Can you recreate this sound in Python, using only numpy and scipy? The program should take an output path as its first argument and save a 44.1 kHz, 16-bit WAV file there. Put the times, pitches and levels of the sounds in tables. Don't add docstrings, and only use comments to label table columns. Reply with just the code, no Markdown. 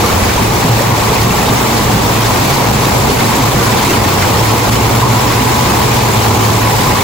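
import sys
import numpy as np
from scipy import signal
from scipy.fft import rfft, irfft
from scipy.io import wavfile
from scipy.ndimage import uniform_filter1d, minimum_filter1d, map_coordinates

SR = 44100
rng = np.random.default_rng(int(sys.argv[2]) if len(sys.argv) > 2 else 0)


def dump(signal):
    limited = np.clip(np.atleast_2d(signal).T, -1, 1)
    pcm = np.round(limited * 32767).astype(np.int16)
    wavfile.write(sys.argv[1], SR, pcm)


N = 310023
TIME = np.arange(N) / SR
FREQ = np.maximum(np.fft.rfftfreq(N, 1 / SR), 1)
LEFT_RIGHT = np.array([[1], [-1]])

# time in seconds, firing rate in Hz, relative level in dB.
DRONING_ENGINE = [(0, 99.4, -26), (0.3, 107.2, -25), (0.5, 111.7, -19), (0.77, 115, -16.5),
                  (1.02, 106.7, -20), (1.3, 113, -20), (1.68, 115.2, -26), (1.9, 114, -21),
                  (2.35, 110.5, -20), (2.55, 112, -26), (2.75, 114, -20), (3.05, 110.9, -25),
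                  (3.35, 111.7, -24), (3.65, 117, -23), (4.1, 116.4, -41), (4.45, 111.2, -15.5),
                  (4.85, 110, -17.5), (5.35, 110.6, -20), (5.65, 108.9, -30), (5.95, 113.2, -18),
                  (6.12, 109.8, -26), (6.24, 108.8, -15.5), (6.6, 109.5, -18.5), (7.03, 111.3, -25)]
# time in seconds, firing rate in Hz, relative level in dB.
APPROACHING_ENGINE = [(0.0, 135, -36), (1.2, 137, -29), (2.4, 134.7, -26), (2.8, 136.0, -23.5),
                      (3.3, 135.0, -27), (3.55, 141.6, -20), (3.8, 97.6, -31), (4.2, 95.1, -18),
                      (4.4, 98.3, -30), (4.65, 115.0, -32), (4.9, 119.7, -16), (5.15, 126.4, -18),
                      (5.45, 121.2, -21), (5.72, 123.0, -18.5), (6.0, 129.6, -22), (6.25, 100.0, -27),
                      (7.03, 96.0, -34)]
# relative level in dB of a multiple of the firing rate, from the first.
EXHAUST_ORDERS = [4, -19, -20.5, -17.5]

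# time in seconds, relative strength in dB.
RAIN_STRENGTH = [(0, -0.5), (0.8, -0.5), (1.4, 0), (2.6, -0.1), (4.0, 0.5), (4.8, -0.8), (5.5, 0.5),
                 (7.03, 0.8)]
# frequency in Hz, relative level in dB.
SPRAY_SPECTRUM = [(600, -72), (1600, -61), (2600, -65), (4000, -63), (5500, -64.5), (7000, -62.5),
                  (8500, -61.3), (11000, -64.2), (13000, -64), (15500, -64)]
# middle in seconds, relative change of flow in dB, half length in seconds.
EAVES_SURGES = [(0.525, -1.5, 0.054), (0.93, -1.7, 0.046), (1.285, -2, 0.025), (1.991, -2, 0.032),
                (2.481, 0.5, 0.09), (2.952, -0.5, 0.027), (3.549, -1, 0.025), (3.902, 1.6, 0.076),
                (4, -2, 0.027), (4.736, 2.5, 0.029), (5.07, -2.5, 0.029), (5.521, 0.5, 0.1)]
# frequency in Hz, relative level in dB.
SPLASH_SPECTRUM = [(300, -64.5), (800, -54), (1300, -51.5), (1700, -56), (2250, -53.5), (3000, -58.5),
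                   (4200, -59), (5500, -60.5), (7000, -62.5), (9000, -110), (16000, -64)]
# start in seconds, relative level in dB, length in seconds, centre pitch in Hz.
PUDDLE_GUSHES = [(0.036, -6, 0.1, 5200), (0.098, -4, 0.076, 2400), (0.345, -2, 0.06, 3000),
                 (1.202, 0, 0.043, 4800), (1.446, 0, 0.06, 4500), (2.149, -4, 0.049, 2430),
                 (2.246, 0, 0.041, 5500), (2.496, 1.5, 0.089, 4625), (2.825, 3, 0.05, 5200),
                 (3.08, -4, 0.046, 4800), (3.17, -1, 0.062, 2800), (3.39, -3, 0.066, 4200),
                 (3.64, -1, 0.05, 5030), (3.806, -4, 0.082, 4210), (3.897, -2, 0.06, 2290),
                 (4.072, 2, 0.026, 3200), (4.199, -1, 0.062, 2100), (4.277, -2, 0.04, 5500),
                 (5.272, -1, 0.07, 2303), (5.62, -1, 0.039, 5500), (5.96, -1, 0.069, 5200),
                 (6.43, 0, 0.046, 5000)]
# start in seconds, relative level in dB, pitch in Hz.
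AIR_GULPS = [(0.044, -4, 460), (0.268, -3, 483), (0.358, -6, 550), (0.806, -3, 555), (0.98, -10, 602),
             (1.115, -3, 432), (1.498, -4, 237), (1.8, -8, 213.3), (2.743, -9, 210), (2.831, -10, 585),
             (2.868, -4, 338.5), (3.094, -4, 408), (3.276, -5.5, 210), (3.395, -6, 259), (3.623, -8, 471),
             (3.869, -6, 254), (3.888, -3, 347.5), (3.912, -2, 350), (3.925, -6, 436), (3.94, -8, 283),
             (4.061, -4, 275), (4.363, -9, 466), (4.385, -10, 399), (4.535, -6, 236.4), (4.674, -10, 604),
             (5.293, -6, 300.7), (5.409, -4.5, 243), (5.45, -10, 256.6), (5.9, -5, 277.4),
             (6.365, -4.5, 350.5)]
# start in seconds, relative level in dB, pitch in Hz.
NEAR_PLINKS = [(0.063, -13, 4300), (1.162, -15, 2497), (1.306, -15, 2660), (1.465, -13, 3617),
               (1.493, -12, 3617), (2.481, -16, 4460), (3.204, -15, 3789), (3.854, -17, 3660),
               (3.894, -12, 2610), (3.933, -13, 2960), (4.228, -13, 2067)]

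# start in seconds, relative level in dB, pitch in Hz.
ROOF_THUDS = [(0.048, -9, 112), (0.141, -3, 84.6), (0.224, -7, 62.3), (0.268, -8, 81), (0.362, -14, 58.6),
              (0.42, -1, 213), (0.648, -3, 162), (0.698, -2, 126), (0.75, -14, 61.6), (1.01, -15, 68),
              (1.095, -9, 65), (1.2, -19, 68), (1.244, -4, 180), (1.309, -4, 171), (1.95, -5, 172),
              (3.549, -2, 142), (4.135, -6, 160)]
# start in seconds, relative level in dB, pitch of the spot in Hz.
DRIP_KNOCKS = [(0.036, -5.5, 1180), (0.055, -9, 1040), (0.377, -5, 980), (1.02, -9, 1065), (1.13, -7, 988),
               (1.155, -4, 970), (1.34, -6, 840), (1.424, -6, 800), (1.476, -6, 837), (1.64, -10, 1202),
               (1.792, -3, 991), (2.094, -12, 1080), (2.298, -4, 992), (2.56, -3, 917), (2.599, -3.5, 960),
               (2.641, -6, 1066), (2.833, -5, 994), (3.278, -4, 876), (3.314, -3, 1006), (3.347, -5, 950),
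               (3.381, -5, 962), (3.435, -7, 1034), (3.487, -8, 1042), (3.61, -6, 1154), (3.664, -3, 1080),
               (3.741, -4, 866), (3.871, -5, 970), (3.936, -6, 1282), (4.08, -10, 1226), (4.222, -7, 1066),
               (4.243, -5, 874), (4.354, -8, 1186), (4.502, -6, 1090), (4.521, -14, 858), (5.017, -3, 1091),
               (5.027, 1, 1003), (5.04, -5, 1060), (5.051, -8, 890), (5.301, -5, 1100), (6.256, -5, 845),
               (6.294, -6, 870), (6.658, -9, 1096), (6.735, -4, 854), (6.953, -6, 1135), (7.0, -10, 1005)]
# pitch in Hz, width in Hz, relative level at the start in dB,
# change in dB per second as the rain shifts over the sheets.
TIN_MODES = [(372.6, 11, -3.5, -0.5), (733, 27, -5.5, -0.5), (852.5, 24, 1, 0.73), (951, 21, 2, -0.55),
             (988, 18, 1, 1), (1104, 69, -2, 0.07)]
# frequency in Hz, relative level in dB.
DRUM_SPECTRUM = [(20, -73), (32, -67), (45, -41), (60, -41), (85, -40.5), (120, -35.5), (160, -42.5),
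                 (215, -39), (290, -44.5), (450, -43.5), (620, -49), (780, -45.5), (1200, -50),
                 (2000, -113)]
# frequency in Hz, side minus mid in dB.
DRUM_SPREAD = [(60, -20), (120, -17), (200, -12.5), (380, -7.5), (620, 0.5), (1000, -12.5)]
# frequency in Hz, left minus right in dB.
DRUM_BALANCE = [(60, -3.5), (120, 0), (380, -2), (600, 2.5), (1000, 0.5)]


def undb(db):
    return np.exp(np.asarray(db) * (np.log(10) / 20))


def unit(x):
    return x / np.sqrt(np.mean(x ** 2))


def curves(table):
    times, *columns = np.transpose(table)
    return [np.interp(TIME, times, column) for column in columns]


def shape(points):
    hz, db = np.transpose(points)
    return undb(np.interp(np.log(FREQ), np.log(hz), db))


def colour(x, points):
    return irfft(rfft(x) * shape(points) * np.sqrt(SR / 2), N)


def delay(x, lag_s):
    return irfft(rfft(x) * np.exp(-2j * np.pi * FREQ * lag_s), N)


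def walk(per_s):
    knots = signal.resample_poly(rng.standard_normal(2048), 4, 1)
    return unit(np.interp(TIME * per_s * 4, np.arange(len(knots)), knots))


def drops(per_s, spread_db):
    hit = rng.random(N) < per_s / SR
    polarity = np.sign(rng.standard_normal(N))
    return unit(hit * polarity * undb(spread_db * rng.standard_normal(N)))


def clumps(x, low_hz, high_hz, clump_db, per_s, bands):
    hz, times, frames = signal.stft(x, SR, nperseg=256)
    band = np.interp(np.log(hz + 1), np.log([low_hz, high_hz]), [0, bands - 1])
    grid = np.meshgrid(band, times * per_s, indexing="ij")
    swell = map_coordinates(rng.standard_normal((bands, 2048)), grid, order=1)
    _, clumped = signal.istft(frames * undb(clump_db * swell), SR)
    return unit(clumped[:, :N])


def add_ring(out, start_s, hz, gain, cycles, rise=0, onset=0):
    start = int(start_s * SR)
    t = TIME[:min(int(5 * cycles / hz * SR), N - start)]
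    age = hz * t / cycles
    build = 1 - np.exp(-age / onset) if onset > 0 else 1
    tone = np.sin(2 * np.pi * hz * t * (1 + rise * age / 2))
    out[:, start:start + len(t)] += gain * build * np.exp(-age) * tone


def rings(events, gain_db, cycles, rise=0, onset=0):
    out = np.zeros((2, N))
    for start_s, db, hz in events:
        add_ring(out, start_s, hz, undb(db + gain_db), cycles, rise, onset)
    return out


def pan(place):
    return np.sqrt([[place], [1 - place]])


def pips(count, low_hz, high_hz, cycles, spread_db, small_db, rise=0):
    out = np.zeros((2, N))
    for (when, smallness, place, push), loud in zip(rng.random((count, 4)), rng.standard_normal(count)):
        hz = low_hz * (high_hz / low_hz) ** smallness
        gain = np.sign(push - .5) * undb(spread_db * min(loud, 2) + small_db * smallness)
        add_ring(out, when * N / SR, hz, gain * pan(place), cycles, rise)
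    return unit(out)


def engine(drive, gain_db=0.5, waver=0.0027, rough_db=-0.3, lope=0.12, half_order_db=-16):
    firing_hz, db = curves(drive)
    phase = 2 * np.pi * np.cumsum(firing_hz * (1 + waver * walk(per_s=13.1))) / SR
    note = sum(undb(order_db) * np.sin(k * phase) for k, order_db in enumerate(EXHAUST_ORDERS, 1))
    note = note * (1 + lope * np.cos(phase / 6)) + undb(half_order_db) * np.sin(phase / 2)
    return unit(note) * undb(db + gain_db + rough_db * walk(per_s=19))


def shower(depth, flutter_db, per_s):
    rain_db, = curves(RAIN_STRENGTH)
    return undb(depth * rain_db + flutter_db * walk(per_s))


def spray(flicker_db=0.46, port_lag_s=1 / 3700):
    sides = np.array([drops(per_s=12000, spread_db=1.5) for _ in range(2)])
    ports = sides + delay(sides[::-1], port_lag_s)
    hiss = clumps(ports, low_hz=2860, high_hz=14800, clump_db=2.0, per_s=110, bands=24)
    return colour(hiss, SPRAY_SPECTRUM) * undb(flicker_db * walk(per_s=300))


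def surges():
    return sum(db * np.exp(-((TIME - middle_s) / half_s) ** 2) for middle_s, db, half_s in EAVES_SURGES)


def splashes(side_db=-1.5, flutter_db=0.42, gain_db=1.07):
    mid, side = (drops(per_s=14000, spread_db=2.5) for _ in range(2))
    ports = mid + LEFT_RIGHT * undb(side_db) * side
    impacts = clumps(ports, low_hz=672, high_hz=8950, clump_db=2.0, per_s=85, bands=36)
    return colour(impacts, SPLASH_SPECTRUM) * undb(gain_db + flutter_db * walk(per_s=28))


def spatter(gain_db=-29.5):
    smacks = pips(count=1600, low_hz=1400, high_hz=6000, cycles=3.8, spread_db=3.0, small_db=-4)
    return undb(gain_db) * smacks


def shelter(x, echo_db=-0.5, decay_s=0.006):
    t = TIME[:SR // 20]
    tail = rng.standard_normal((2, len(t))) * np.exp(-t / decay_s)
    tail /= np.linalg.norm(tail, axis=1, keepdims=True)
    echoes = signal.fftconvolve(x, tail, axes=1)[:, :N]
    return (x + undb(echo_db) * echoes) / np.hypot(1, undb(echo_db))


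def bubbles(gain_db=-31):
    fizz = pips(count=800, low_hz=1300, high_hz=8000, cycles=36, spread_db=4.0, small_db=-3, rise=0.0178)
    return undb(gain_db) * fizz


def gushes(gain_db=-21.0, drops_per_s=4500, spread_octaves=0.497, spread_db=1.0):
    out = np.zeros((2, N))
    for start_s, db, length_s, centre_hz in PUDDLE_GUSHES:
        count = int(drops_per_s * length_s)
        landings = rng.random((512, 3))[:count]
        sizes = np.clip(rng.standard_normal((512, 2))[:count], -2, 2)
        for (early, late, place), (pitch, loud) in zip(landings, sizes):
            landing_s = start_s + length_s * (early + late) / 2
            hz = centre_hz * 2 ** (spread_octaves * pitch)
            gain = undb(db + gain_db + spread_db * loud)
            add_ring(out, landing_s, hz, gain * pan(place), cycles=2.3)
    return out


def gulps():
    return rings(AIR_GULPS, gain_db=-4.5, cycles=5, rise=0.024)


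def plinks():
    return rings(NEAR_PLINKS, gain_db=-4.0, cycles=22, rise=0.023)


def roof_patter(gain_db=-27.5):
    taps = pips(count=800, low_hz=240, high_hz=1250, cycles=5.0, spread_db=1.5, small_db=-2)
    return undb(gain_db) * taps


def roof_thuds():
    return rings(ROOF_THUDS, gain_db=-3.0, cycles=2.6)


def roof_knocks(gain_db=-4.0, cycles=11.6, onset=0.25, neighbour_db=-10.0, mode_ratio=1.11):
    neighbours = [(start_s, db + neighbour_db, side_hz) for start_s, db, hz in DRIP_KNOCKS
                  for side_hz in (hz / mode_ratio, hz * mode_ratio)]
    spots = rings(DRIP_KNOCKS, gain_db, cycles, onset=onset)
    return spots - rings(neighbours, gain_db, cycles, onset=onset)


def tin_sheet(strikes, swell_db):
    spectrum, out = rfft(strikes), 0
    for k, (hz, width_hz, db, db_per_s) in enumerate(TIN_MODES):
        detuning = (FREQ ** 2 - hz ** 2) / (FREQ * width_hz)
        mode = irfft(spectrum / (1 + 1j * detuning), N)
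        out = out + (-1) ** k * mode * undb(db + db_per_s * TIME + swell_db * walk(per_s=3))
    return unit(out)


def roof_ringing(gain_db=-21.0, side_db=-8.0, lag_s=0.00015, drift=0.003993):
    mid = drops(per_s=700, spread_db=2.5)
    side = undb(side_db) * drops(per_s=1500, spread_db=3.5)
    warped_clock = np.cumsum(1 + drift * walk(per_s=4))
    ringing = tin_sheet(mid + LEFT_RIGHT * side, swell_db=1.0)
    left, right = (map_coordinates(port, [warped_clock], order=1, mode="mirror") for port in ringing)
    return undb(gain_db) * np.array([left, delay(right, lag_s)])


def roof_drumming(gain_db=-0.9, lag_s=0.00014):
    mid = drops(per_s=1500, spread_db=1.5)
    side = irfft(rfft(drops(per_s=1500, spread_db=3.5)) * shape(DRUM_SPREAD), N)
    balance = shape(DRUM_BALANCE) ** (LEFT_RIGHT / 2)
    left, right = irfft(rfft(mid + LEFT_RIGHT * side) * balance, N)
    return undb(gain_db) * colour(np.array([left, delay(right, lag_s)]), DRUM_SPECTRUM)


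def scene():
    drumming = roof_drumming() * shower(depth=0.09, flutter_db=0.5, per_s=22)
    ringing = roof_ringing() * shower(depth=0.9, flutter_db=0.5, per_s=13)
    roof = drumming + ringing + roof_patter() + roof_knocks() + roof_thuds()
    flow = shower(depth=0.42, flutter_db=0.41, per_s=27) * undb(-0.55)
    surge_db = surges()
    run_off = (splashes() + shelter(spatter()) + bubbles()) * undb(0.95 * surge_db)
    hiss = spray() * undb(1.4 * surge_db)
    water = (run_off + hiss) * flow + gushes() + gulps() + plinks()
    traffic = engine(DRONING_ENGINE) + engine(APPROACHING_ENGINE)
    return roof + water + traffic * undb(-.5 * LEFT_RIGHT)


def record(dry, gain_db=0.89, ceiling=1.003, attack_s=0.00076, release_db_per_s=350, top_hz=15700):
    loud = dry * undb(gain_db)
    over_db = 20 * np.log10(np.maximum(np.abs(loud).max(axis=0) / ceiling, 1))
    recovery_db = release_db_per_s * TIME
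    duck_db = np.maximum.accumulate(over_db + recovery_db) - recovery_db
    attack = int(attack_s * SR)
    duck = uniform_filter1d(minimum_filter1d(undb(-duck_db), attack), attack)
    limited = np.clip(loud * duck, -1, 1)
    low_pass = signal.ellip(10, .1, 70, top_hz, fs=SR, output="sos")
    return signal.sosfilt(low_pass, limited)


dry = scene()
out = record(dry)
dump(out)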